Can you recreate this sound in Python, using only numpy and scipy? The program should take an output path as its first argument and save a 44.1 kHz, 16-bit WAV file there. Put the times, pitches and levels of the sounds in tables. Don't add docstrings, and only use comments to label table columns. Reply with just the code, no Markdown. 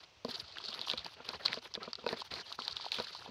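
import sys
import numpy as np
from scipy import signal
from scipy.io import wavfile

SR = 44100
rng = np.random.default_rng(int(sys.argv[2]) if len(sys.argv) > 2 else 0)


def materialize(psi):
    bounded = np.clip(np.atleast_2d(psi).T, -1, 1)
    quanta = np.round(bounded * 32767).astype(np.int16)
    wavfile.write(sys.argv[1], SR, quanta)


def boost(x):
    u = np.asarray(x, float) / 20
    return 10 ** u


N = 145530

# (frequency [Hz], relative density [dB per Hz])
CRACKLE = [(880, 1.5), (1500, 4), (1900, -8.5), (2680, 1.5), (4170, 13), (4800, 7), (8000, -64.5),
           (10400, -75)]
# (frequency [Hz], relative density [dB per Hz])
RUB = [(3820, -13), (6500, 24), (7160, -58), (9670, 25), (13700, -49), (15800, -3.5)]
BATTER_GRAINS_PER_S, BATTER_CLUMP_DB = 8000, 2.5


def rms_one(x):
    return x / np.sqrt(np.mean(x ** 2) + 1e-20)


def band(x, low_hz, high_hz):
    high_hz = min(high_hz, 0.45 * SR)
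    return signal.sosfilt(signal.butter(2, [low_hz, high_hz], "band", fs=SR, output="sos"), x)


def two_pole(x, corner_hz, rate_hz):
    r = np.exp(-2 * np.pi * corner_hz / rate_hz)
    return signal.lfilter([1], [1, -2 * r, r * r], x)


def decay(x, time_s):
    return signal.lfilter([1], [1, -np.exp(-1 / (time_s * SR))], x)


def drift(corner_hz):
    slow = two_pole(rng.standard_normal(N // 10 + 4002), corner_hz, SR / 10)
    slow = rms_one(slow[4000:])
    return np.interp(np.arange(N) / 10, np.arange(len(slow)), slow)


def colour(x, spectrum, patch_db=0):
    patch_corner_hz = 32
    hz, db = np.transpose(spectrum)
    x = np.atleast_2d(x)
    edges = 30 * 2 ** np.arange(0, 9.4, 1 / 3)
    out = np.zeros(N)
    for k, (low, high) in enumerate(zip(edges, edges[1:])):
        centre = np.sqrt(low * high)
        if not hz[0] * 0.8 < centre < hz[-1] * 1.2:
            continue
        gain_db = np.interp(np.log(centre), np.log(hz), db)
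        if patch_db:
            gain_db = gain_db + patch_db * drift(patch_corner_hz)
        row = x[k % len(x)]
        out += boost(gain_db) * band(row, low, high) * (-1) ** k
    return rms_one(out)


def grains(per_s, clump_db):
    spread_db, clump_corner_hz = 3.5, 45
    sizes = boost(spread_db * np.minimum(rng.exponential(1, N), 4)) * rng.choice([-1, 1], N)
    clicks = sizes * (rng.random(N) < per_s / SR) * boost(clump_db * drift(clump_corner_hz))
    kind = rng.integers(0, 3, N)
    return clicks * (kind == np.arange(3)[:, None]) + 1e-18


def blips(rows, cycles, rise):
    out, t = np.zeros(N + SR), np.arange(1500) / SR
    for s, db, hz in rows:
        phase = rng.uniform(0, 2 * np.pi)
        x = 8 * t * hz / cycles
        swell = (x / 2) ** 2 * np.exp(2 - x)
        slide = 1 + rise * (x / 8 - 0.25)
        i = int((s - cycles / hz / 4) * SR)
        out[i:i + len(t)] += boost(db) * swell * np.sin(2 * np.pi * hz * t * slide + phase)
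    return out[:N]


def background():
    # (frequency [Hz], relative density [dB per Hz])
    air_spectrum = [(35, -51), (60, -23), (694, -9.5), (2030, -15.5), (2750, -9), (6070, -17), (8220, -72),
                    (15800, -36.5)]
    # (time [s], rumble level [dB]); the swell peaks push_s later
    push_rows = [(0.387, -56.5), (0.949, -57), (1.318, -63), (2.298, -54), (2.359, -72), (2.719, -65),
                 (3.199, -62)]
    air_db, rumble_floor_db, push_s = -64.5, -73, 0.027
    t = np.arange(N) / SR
    swell = np.full(N, boost(rumble_floor_db))
    for s, db in push_rows:
        swell += boost(db) * np.exp(-((t - s - push_s) / push_s) ** 2)
    rumble = rms_one(band(rng.standard_normal(N), 50.3, 113.3))
    air = colour(rng.standard_normal((2, N)), air_spectrum, patch_db=-1.0)
    return boost(air_db) * air + swell * rumble


def strokes():
    # (start [s], length [s], rasp level [dB], squelch level [dB], hiss level [dB])
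    stroke_rows = [(0, 0.051, -58.5, -60, -77), (0.242, 0.045, -57.5, -62, -71),
                   (0.282, 0.14, -46, -53.5, -61.5), (0.422, 0.15, -56, -63.5, -99),
                   (0.549, 0.15, -50.5, -60, -101), (0.68, 0.12, -49, -57.5, -71),
                   (0.791, 0.066, -47, -56.5, -71), (0.857, 0.092, -46, -55, -63),
                   (0.956, 0.077, -49.5, -61.5, -85), (1.037, 0.047, -51, -51, -67),
                   (1.086, 0.061, -52.5, -63.5, -67.5), (1.156, 0.087, -62, -56.5, -96),
                   (1.242, .13, -48.5, -54, -70), (1.388, 0.069, -55.5, -54, -70),
                   (1.447, 0.091, -44.5, -50, -81), (1.518, 0.07, -48, -52.5, -73),
                   (1.615, 0.062, -51, -57, -64), (1.701, 0.019, -57, -66, -77),
                   (1.742, 0.02, -45, -46.5, -68), (1.798, 0.049, -54, -46, -87),
                   (1.847, 0.069, -52.5, -59.5, -94), (1.972, 0.082, -59, -63.5, -96),
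                   (2.058, 0.092, -50, -46, -67.5), (2.153, 0.069, -46, -54, -67),
                   (2.24, 0.034, -49, -57.5, -62.5), (2.303, 0.12, -47.5, -49.5, -66.5),
                   (2.439, 0.12, -49.5, -62.5, -69), (2.579, 0.15, -49, -56.5, -71),
                   (2.735, 0.15, -48.5, -60, -85), (2.834, 0.094, -58, -60.5, -74),
                   (2.917, 0.11, -41.5, -53, -56.5), (3.028, 0.15, -50.5, -60, -72),
                   (3.181, 0.11, -49.5, -57.5, -73)]
    # (frequency [Hz], relative density [dB per Hz])
    squelch_spectrum = [(88, -38), (150, 2), (306, -12), (356, 2.5), (3000, -6), (3900, -48)]
    attack_s, release_s, patch_db = 0.012, 0.023, 4.0
    t = np.arange(N) / SR
    gains = np.zeros((3, N))
    for s, length, *db in stroke_rows:
        rise = (t - s) / attack_s
        fall = (s + length - t) / release_s + 0.5
        gains += boost(db)[:, None] * np.clip(np.minimum(rise, fall), 0, 1)
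    rasp = colour(grains(BATTER_GRAINS_PER_S, BATTER_CLUMP_DB), CRACKLE, patch_db)
    squelch = colour(grains(per_s=3000, clump_db=3.5), squelch_spectrum, patch_db)
    hiss = colour(grains(per_s=12000, clump_db=4.0), RUB, patch_db)
    return gains[0] * rasp + gains[1] * squelch + gains[2] * hiss


def knocks():
    # (time [s], peak level [dB], hardness [0-1])
    knock_rows = [(0.2478, -26.5, 0.25), (0.282, -39, 0.57), (0.2895, -38, 0.24), (0.688, -45, 0.1),
                  (0.789, -40.5, 0.57), (0.9353, -31.5, 0.8), (1.202, -39, 0.74), (1.288, -33.5, 1),
                  (1.493, -45, 0), (1.572, -34.5, 0.35), (1.774, -34, 0.33), (1.8762, -35, 0.35),
                  (1.986, -44, 0.4), (2.04, -37, 0.45), (2.064, -22.5, 1), (2.1269, -26, 0.4),
                  (2.334, -41, 0.7), (2.587, -39.5, 0.2), (2.985, -31, 0.8), (2.9985, -26.5, 0.63),
                  (3.277, -43, 0.6), (3.288, -41.5, 0.2)]
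    # (nominal frequency [Hz], relative level [dB], 60 dB decay time [s])
    bowl_modes = [(174, -11.5, 0.031), (237.3, -3, 0.073), (353, -8, 0.049), (482.3, 4.5, 0.061),
                  (615, 2.5, 0.034), (700, 3, 0.023), (960, 5, 0.032), (1185, 6, 0.022), (1480, 0.5, 0.044),
                  (2510, 8.5, 0.025)]
    soft_hz, hard_hz, mode_spread_db = 211, 4000, 3
    detune = 0.031
    out, t = np.zeros(N + SR), np.arange(SR // 6) / SR
    hz, db, t60_s = np.transpose(bowl_modes)[:, :, None]
    sign = (-1.0) ** np.arange(len(bowl_modes))[:, None]
    for s, level_db, hard in knock_rows:
        strength, shift = rng.standard_normal((2, len(bowl_modes), 1))
        envelope = boost(db + mode_spread_db * strength - 60 * t / t60_s)
        rings = sign * envelope * np.sin(2 * np.pi * hz * (1 + detune * shift) * t)
        corner_hz = soft_hz * (hard_hz / soft_hz) ** np.clip(hard, 0, 1)
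        blow = two_pole(rings.sum(axis=0), corner_hz, SR)
        i = int(s * SR)
        out[i:i + len(t)] += boost(level_db) * blow / np.abs(blow).max()
    return out[:N]


def snaps():
    # (time [s], level [dB], ring frequency [Hz])
    snap_rows = [(0.2488, -28, 4480), (0.5847, -29.5, 3250), (0.6408, -32.5, 4440), (0.6592, -29.5, 4260),
                 (0.7414, -31, 4600), (0.748, -32, 4160), (0.793, -28, 4230), (0.8148, -24.5, 3920),
                 (0.8836, -27, 3340), (0.895, -32, 3180), (0.8999, -19, 3500), (0.905, -28, 3840),
                 (0.9143, -20.5, 3940), (0.9352, -26, 3370), (0.976, -28, 3900), (0.9792, -30, 4000),
                 (0.9817, -31, 3660), (0.9928, -29.5, 3950), (1.047, -29, 4320), (1.0645, -31, 4430),
                 (1.2905, -21.5, 4500), (1.4527, -24.5, 4500), (1.4556, -22, 4150), (1.46, -13, 4200),
                 (1.4632, -26, 4000), (1.4671, -31, 4130), (1.482, -26.5, 4160), (1.5311, -24, 3430),
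                 (1.5425, -28, 4700), (1.74, -26, 5100), (1.7465, -33, 4400), (1.7522, -25.5, 3850),
                 (1.8317, -29.5, 4100), (1.9322, -23.5, 4650), (1.9546, -27, 4260), (2.0656, -29.5, 4160),
                 (2.0773, -31, 4370), (2.0908, -26.5, 3820), (2.1285, -30.5, 4500), (2.3399, -27, 4230),
                 (2.5258, -23.5, 3760), (2.6208, -31.5, 3210), (2.6801, -17.5, 4040), (2.7681, -22, 3680),
                 (2.8108, -32, 3640), (2.855, -30.5, 4180), (2.9194, -21, 4020), (2.9276, -32.5, 4130),
                 (3.0008, -24.5, 3970), (3.1497, -32.5, 4430)]
    tick_lead_s, tick_decay_s, tick_db, tick_treble_db = 0.0006, 0.0028, -13.5, -55
    spatter_db, spatter_decay_s = -26, 0.008
    s, db, _ = np.transpose(snap_rows)
    clicks = np.zeros(N)
    clicks[((s - tick_lead_s) * SR).astype(int)] = boost(db)
    white = rng.standard_normal(N)
    wide = boost(tick_db) * colour(white, CRACKLE) + boost(tick_treble_db) * colour(white, RUB)
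    tick = decay(clicks, tick_decay_s) * wide
    batter = colour(grains(BATTER_GRAINS_PER_S, BATTER_CLUMP_DB), CRACKLE)
    spatter = boost(spatter_db) * decay(clicks, spatter_decay_s) * batter
    ring = band(blips(snap_rows, cycles=7.8, rise=0.017), 1500, 7000)
    return ring + tick + spatter


def pops():
    # (time [s], peak level [dB], nominal frequency [Hz])
    pop_rows = [(0.571, -34, 1520), (0.603, -42, 1020), (0.747, -41, 1220), (0.874, -34.5, 1020),
                (0.885, -38.5, 1020), (1.064, -34.5, 840), (1.335, -33.5, 1020), (1.4825, -25.5, 2270),
                (1.5305, -23.5, 1890), (1.933, -38, 1270), (2.089, -35, 790), (2.091, -29.5, 2200),
                (2.22, -32, 960), (2.385, -40, 930), (2.519, -37, 1120), (2.591, -27.5, 1200),
                (2.682, -36.5, 930), (2.8, -38, 960), (2.847, -38.5, 880), (2.865, -31, 813),
                (2.92, -24.5, 2640), (3.071, -37.5, 1560), (3.151, -37, 950), (3.224, -41.5, 1300),
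                (3.262, -37.5, 810)]
    return blips(pop_rows, cycles=4.7, rise=0.047)


def squeaks():
    # (start [s], length [s], peak level [dB], from [Hz], to [Hz])
    squeak_rows = [(1.813, 0.033, -45, 1270, 1313), (2.41, 0.058, -56, 3490, 2405)]
    t = np.arange(N) / SR
    wobble = 1 + 0.04 * drift(corner_hz=128)
    out = np.zeros(N)
    for s, length, db, from_hz, to_hz in squeak_rows:
        x = np.clip((t - s) / length, 0, 1)
        pitch_hz = (from_hz + (to_hz - from_hz) * x) * wobble
        out += boost(db) * np.sin(np.pi * x) * np.sin(2 * np.pi * np.cumsum(pitch_hz) / SR)
    return out


def scene():
    # (delay [s], level [dB])
    echo_rows = [(.003, -20), (.0074, -23)]
    bowl = strokes() + knocks() + snaps() + pops() + squeaks()
    echo = sum(boost(db) * np.pad(bowl, (int(s * SR), 0))[:N] for s, db in echo_rows)
    return (bowl + echo + background())[None]


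def band_limit(x):
    return signal.sosfilt(signal.butter(12, 16890, fs=SR, output="sos"), x)


def record(dry):
    x = signal.sosfilt(signal.butter(3, 64, "high", fs=SR, output="sos"), dry)
    x = signal.sosfilt(signal.cheby2(12, 50, 16300, fs=SR, output="sos"), x)
    return band_limit(x)


dry = scene()
out = record(dry)
materialize(out)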